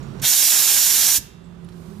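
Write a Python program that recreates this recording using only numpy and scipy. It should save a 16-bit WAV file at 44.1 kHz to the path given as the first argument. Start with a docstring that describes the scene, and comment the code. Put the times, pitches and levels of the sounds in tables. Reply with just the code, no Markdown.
"""Over outdoor rumble and a distant motor, a hand rubs and ticks on an air coupler; its seal seeps.
At 0.22 s the valve knocks open and compressed air hisses through the fitting's cavities, close by.
Hand, fittings and a brick wall throw the hiss back; gain control ducks everything while it blows.
At 1.175 s the valve snaps shut and the metal rings. Ticks, rubbing and the motor's drone follow
as the gain recovers."""
import sys
import numpy as np
from scipy import signal
from scipy.fft import rfft, irfft
from scipy.io import wavfile
from scipy.ndimage import uniform_filter1d

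SR = 44100
rng = np.random.default_rng(int(sys.argv[2]) if len(sys.argv) > 2 else 0)


def transcribe(signal):
    """Save signal, clipped to [-1, 1], as a 16-bit WAV file at the path in sys.argv[1]."""
    frames = np.atleast_2d(signal).T
    limited = np.clip(frames, -1, 1)
    pcm = np.round(limited * 32767).astype(np.int16)
    wavfile.write(sys.argv[1], SR, pcm)


N = 88200
T, HZ = np.arange(N) / SR, np.fft.rfftfreq(N, 1 / SR)
OPEN_S, SHUT_S = 0.216, 1.175

# Balance of rumble and rubbing: freq_hz, left_minus_right_db
AMBIENT_BALANCE = [(60, -5), (200, -10.5), (500, -16.5), (1200, -18.5), (4000, -11.5), (15000, -5.5)]
# Their left-right likeness: freq_hz, coherence
AMBIENT_COHERENCE = [(25, 0.0081), (70, 1), (170, 0.87), (380, 0.02), (1000, 0), (15000, 0.31)]


def amp(db):
    """Decibels to gain."""
    return 10 ** (np.asarray(db) / 20)


def unit(x):
    """Scales to rms 1."""
    return x / np.sqrt(np.mean(x ** 2) + 1e-20)


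def over_freq(points, hz=HZ):
    """Interpolates a table over log frequency."""
    freq_hz, value = np.transpose(points)
    return np.interp(np.log(hz + 1), np.log(freq_hz), value)


def over_time(points):
    """Interpolates a table over time."""
    return np.interp(T, *np.transpose(points))


def resonance(hz, width_hz):
    """Bell-shaped spectral peak of height 1."""
    return 1 / (1 + (2 * (HZ - hz) / width_hz) ** 2)


def noise(magnitude):
    """Spectrally shaped noise, rms 1."""
    return unit(irfft(rfft(rng.standard_normal(N)) * magnitude, N))


def wander(rate_hz):
    """Slow random motion, rms 1."""
    return noise(np.exp(-(HZ / rate_hz) ** 2) * (HZ > 2))


def stereo_noise(spectrum_db, balance, coherence, lead_rad=0):
    """Partly coherent left and right noise, rms 1."""
    common, separate = rfft(rng.standard_normal((2, N)))
    likeness = np.clip(over_freq(coherence), -1, 1)
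    tilt = amp(over_freq(balance))
    left = tilt * np.exp(1j * lead_rad) * (likeness * common + np.sqrt(1 - likeness ** 2) * separate)
    spectra = np.array([left, common]) / np.sqrt(1 + tilt ** 2)
    return unit(irfft(spectra * amp(spectrum_db), N))


def gate(start_s, end_s, fade_s):
    """Fades in, holds, fades out."""
    return np.clip(np.minimum(T - start_s, end_s - T) / fade_s, 0, 1)


def burst(start_s, decay_s, rise_s):
    """Linear rise, exponential fall."""
    age_s = np.maximum(T - start_s, 0)
    return np.minimum(age_s / rise_s, 1) * np.exp(-age_s / decay_s)


def outdoor_rumble():
    """Low background noise, stronger on the right."""
    # freq_hz, density_db
    spectrum = [(25, -17.5), (55, -4.5), (120, -4), (210, -2.5), (280, -13.5), (380, -8), (480, -16.5),
                (800, -22), (1200, -20.5), (2000, -31), (3800, -33.5), (5000, -38.5), (8000, -42.5),
                (15000, -53.5)]
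    # time_s, level_db
    level = [(0, -35), (.1, -36), (.25, -34.5), (1.2, -34), (1.5, -37.5), (2, -42)]
    return stereo_noise(over_freq(spectrum), AMBIENT_BALANCE, AMBIENT_COHERENCE) * amp(over_time(level))


def motor_drone(left_db=-14.5):
    """A distant motor's wavering tones come and go."""
    # start_s, end_s, pitch_hz, level_db, waver_ratio
    tones = [(-.2, .4, 140, -34.5, 0.012), (1.3, 1.824, 172, -32, 0.0051), (1.63, 2.2, 167, -39.5, 0.0082),
             (1.793, 2.2, 202, -36.5, 0.012), (1.5, 2.2, 369, -45, 0.037)]
    drone = np.zeros(N)
    for start_s, end_s, pitch_hz, level_db, waver in tones:
        phase = 2 * np.pi * np.cumsum(pitch_hz * (1 + waver * wander(rate_hz=29))) / SR
        drone += gate(start_s, end_s, fade_s=0.14) * amp(level_db) * unit(np.sin(phase))
    return drone * amp([[left_db], [0]])


def skin_rubs():
    """Friction noise of skin sliding on the sleeve."""
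    # freq_hz, density_db
    spectrum = [(500, -25), (2000, -25), (4000, 4.5), (9000, 3), (15000, -1)]
    # start_s, end_s, level_db, dullness_db_per_octave
    strokes = [(-.1, 0.197, -70, 19), (1.637, 2.2, -58.5, 0)]
    rubs = np.zeros((2, N))
    for start_s, end_s, level_db, dullness in strokes:
        colour_db = over_freq(spectrum) - dullness * np.log2(1 + HZ / 1000)
        friction = stereo_noise(colour_db, AMBIENT_BALANCE, AMBIENT_COHERENCE)
        rubs += amp(level_db) * gate(start_s, end_s, fade_s=0.15) * friction
    return rubs


def seal_seep(level_db=-60.5):
    """Air whistles thinly at the seal until the valve opens."""
    return amp(level_db) * noise(resonance(5620, width_hz=27)) * (T < OPEN_S)


def sleeve_ticks():
    """Handling ticks and scuffs: one resonance each, plus the sleeve's dull body."""
    # start_s, level_db, decay_s, resonance_hz, body_db
    contacts = [(0.027, -51, 0.023, 6850, -5), (0.196, -41.5, 0.0052, 6400, 4.5),
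                (1.44, -53, 0.029, 7700, -12), (1.645, -49.5, .006, 10600, 2),
                (1.687, -50.5, 0.0061, 10700, 9.5), (1.722, -54.5, 0.011, 4020, 4.5)]
    # freq_hz, density_db
    body_spectrum = [(300, -14), (1200, 4), (2400, -3), (4200, 0), (8000, -9), (15000, -28)]
    ticks = np.zeros(N)
    for start_s, level_db, decay_s, resonance_hz, body_db in contacts:
        ring = noise(resonance(resonance_hz, width_hz=770))
        body = amp(body_db) * noise(amp(over_freq(body_spectrum)))
        ticks += amp(level_db) * burst(start_s, decay_s, rise_s=0.0017) * (ring + body)
    return ticks


def valve_knocks():
    """The valve thuds on opening and on closing."""
    # start_s, level_db, decay_s
    knocks = [(0.212, -29, 0.015), (1.171, -19.5, 0.032)]
    envelope = sum(amp(db) * burst(start_s, decay_s, rise_s=0.0045) for start_s, db, decay_s in knocks)
    return envelope * noise(resonance(113, width_hz=260))


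def air_jet(crack_s=0.006, closing_db=-55.5, closing_s=0.051, body_hz=2460):
    """Turbulent air coloured by the coupler's cavities; its lower part gusts more than its top."""
    # freq_hz, density_db
    spectrum = [(40, -31.5), (150, -20.5), (350, -16.5), (500, -20.5), (800, -13), (1250, -15), (2100, -11),
                (2600, -7.5), (3700, -4.5), (4900, -3), (5400, 0), (7500, -0.5), (9000, -1), (11000, -0.8),
                (13000, 0.3), (15000, -3.5)]
    # centre_hz, width_hz, lift_db
    cavities = [(1666, 330, 6), (3850, 360, 2), (5290, 110, 2.5), (5570, 140, 1.5), (5794, 77, 5.5),
                (6200, 90, 1), (6420, 45, 5), (6870, 170, 4), (7050, 160, 5.5), (7530, 55, 7),
                (8750, 45, 4), (10060, 150, 3), (10600, 90, 1.5), (11600, 160, 4), (11900, 50, 2.5),
                (12460, 160, -0.5), (13080, 300, 4.5), (13780, 120, 5.5)]
    # freq_hz, left_minus_right_db
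    balance = [(100, 7), (400, -1), (800, -10), (1300, -5.5), (1750, -10.5), (2300, -0.5), (3500, -0.6),
               (4700, -3), (5400, -7), (5900, -4.5), (7000, -7), (7800, -5), (11250, -3.5), (11600, -17),
               (13200, -18), (15000, -9)]
    # freq_hz, coherence
    coherence = [(100, .5), (500, .75), (1700, .78), (2800, 1), (4300, 0.94), (6400, .66), (10000, 0.56),
                 (12500, 0.5), (15000, 0.98)]
    # Earlier arrival on the left: freq_hz, lead_rad
    lead = [(1000, 0), (2800, 0), (5000, .1), (6400, .7), (8400, .6), (10500, 1.3), (11700, 0.022),
            (15000, 0)]
    # Lower part against the top: time_s, gain_db
    gusts = [(.25, 5.5), (.3, -4), (.34, 3), (.375, -5), (.42, 0), (.455, -3), (.505, -3.5), (.53, 3),
             (.64, 0.5), (.7, 1.5), (.88, -1), (1, 0), (1.06, 3), (1.16, -4.5)]
    # Valve opening, then shifting hand pressure: time_s, level_db
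    flow = [(.222, -28), (.238, -22.5), (.256, -9.5), (.29, 1), (.52, 2), (.8, -0.5), (1.17, -2)]
    colour_db = over_freq(spectrum) + sum(db * resonance(hz, width_hz) for hz, width_hz, db in cavities)
    hiss = shift_colour(stereo_noise(colour_db, balance, coherence, over_freq(lead)))
    body = irfft(rfft(hiss) / (1 + (HZ / body_hz) ** 4), N)
    gust_db = over_time(gusts) + wander(rate_hz=38)
    hiss += body * (amp(gust_db) - 1)
    opening = np.clip((T - OPEN_S) / crack_s, 0, 1)
    flow_db = over_time(flow) + closing_db * np.maximum(T - SHUT_S, 0) / closing_s
    flutter_db = 0.62 * wander(rate_hz=70.5)
    return hiss * opening * amp(flow_db + flutter_db)


def shift_colour(hiss, depth_db=1.07, patch_s=0.05, patch_hz=111):
    """Narrow patches of the spectrum swell and fade as the hand moves."""
    hz, time_s, spectra = signal.stft(hiss, SR, nperseg=1024, noverlap=768)
    field = rng.standard_normal((len(time_s), len(hz)))
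    for axis, step, size in ((0, time_s[1], patch_s), (1, hz[1], patch_hz)):
        offset = np.arange(-20, 21) * step
        blur = np.exp(-(2 * offset / size) ** 2)
        field = signal.fftconvolve(field, np.expand_dims(blur, 1 - axis), "same", axes=axis)
    spectra *= amp(depth_db * unit(field).T)
    return signal.istft(spectra, SR, nperseg=1024, noverlap=768)[1][:, :N]


def reflections(air, early_db=-13, tail_db=-19):
    """Near echoes off hand, fittings and wall, then a short tail whose treble dies first."""
    # freq_hz, t60_s
    decay = [(200, .35), (1500, 0.73), (4000, .42), (8000, 0.3), (15000, .24)]
    early = rng.standard_normal((2, N)) * burst(start_s=0.00033, decay_s=0.0045, rise_s=0.001)
    hz, time_s, spectra = signal.stft(rng.standard_normal((2, N)), SR, nperseg=256)
    spectra *= amp(-60 * time_s / over_freq(decay, hz)[:, None])
    tail = signal.istft(spectra, SR, nperseg=256)[1][:, :N] * np.minimum(T / 0.01, 1)
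    response = (amp(early_db) * unit(early) + amp(tail_db) * unit(tail)) / np.sqrt(N)
    return signal.fftconvolve(air, response, axes=1)[:, :N]


def gap_spit(peak_s=0.2616, half_width_s=0.015, level_db=-15):
    """The half-open gap spits for a moment."""
    envelope = np.exp(-((T - peak_s) / half_width_s) ** 2)
    return amp(level_db) * envelope * noise(resonance(3625, width_hz=1100))


def fitting_ring(level_db=-41.5, left_db=-3):
    """The closing valve strikes the modes of the metal fittings."""
    # pitch_hz, relative_db, t60_s
    modes = [(1990, -10, 0.96), (2730, 1.5, 0.78), (3138, -3, 0.69), (3246, -5.5, .6), (3499, -4.5, 1.2),
             (3830, 1.5, 0.64), (4540, -5, .6), (5660, -6.5, .45), (7560, -7.5, .35)]
    age_s = np.maximum(T - SHUT_S, 0)
    ring = sum(amp(db - 60 * age_s / t60_s) * np.sin(2 * np.pi * hz * age_s) for hz, db, t60_s in modes)
    return amp(level_db) * ring * amp([[left_db], [0]])


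def scene(handling_left_db=-8):
    """Stereo mix; only the escaping air is reflected."""
    background = outdoor_rumble() + motor_drone()
    handling = skin_rubs() + (seal_seep() + sleeve_ticks() + valve_knocks()) * amp([[handling_left_db], [0]])
    air = air_jet() + gap_spit()
    return background + handling + air + reflections(air) + fitting_ring()


def record(dry, threshold_db=-16, duck_db_per_db=0.86, recovery_db_per_s=20, cutoff_hz=15050):
    """Gain control holds the hiss down and recovers slowly; a steep low-pass follows."""
    power = uniform_filter1d((dry ** 2).mean(0), size=900)
    power_db = 10 * np.log10(abs(power) + 1e-12)
    recovery_db = T * recovery_db_per_s
    held_db = np.maximum.accumulate(power_db + recovery_db) - recovery_db
    excess_db = np.maximum(held_db - threshold_db, 0)
    ducked = dry / amp(duck_db_per_db * uniform_filter1d(excess_db, size=300))
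    lowpass = signal.firwin(701, cutoff_hz, window=("kaiser", 9), fs=SR)
    return signal.oaconvolve(ducked, lowpass[None], "same")


dry = scene()
out = record(dry)
transcribe(out)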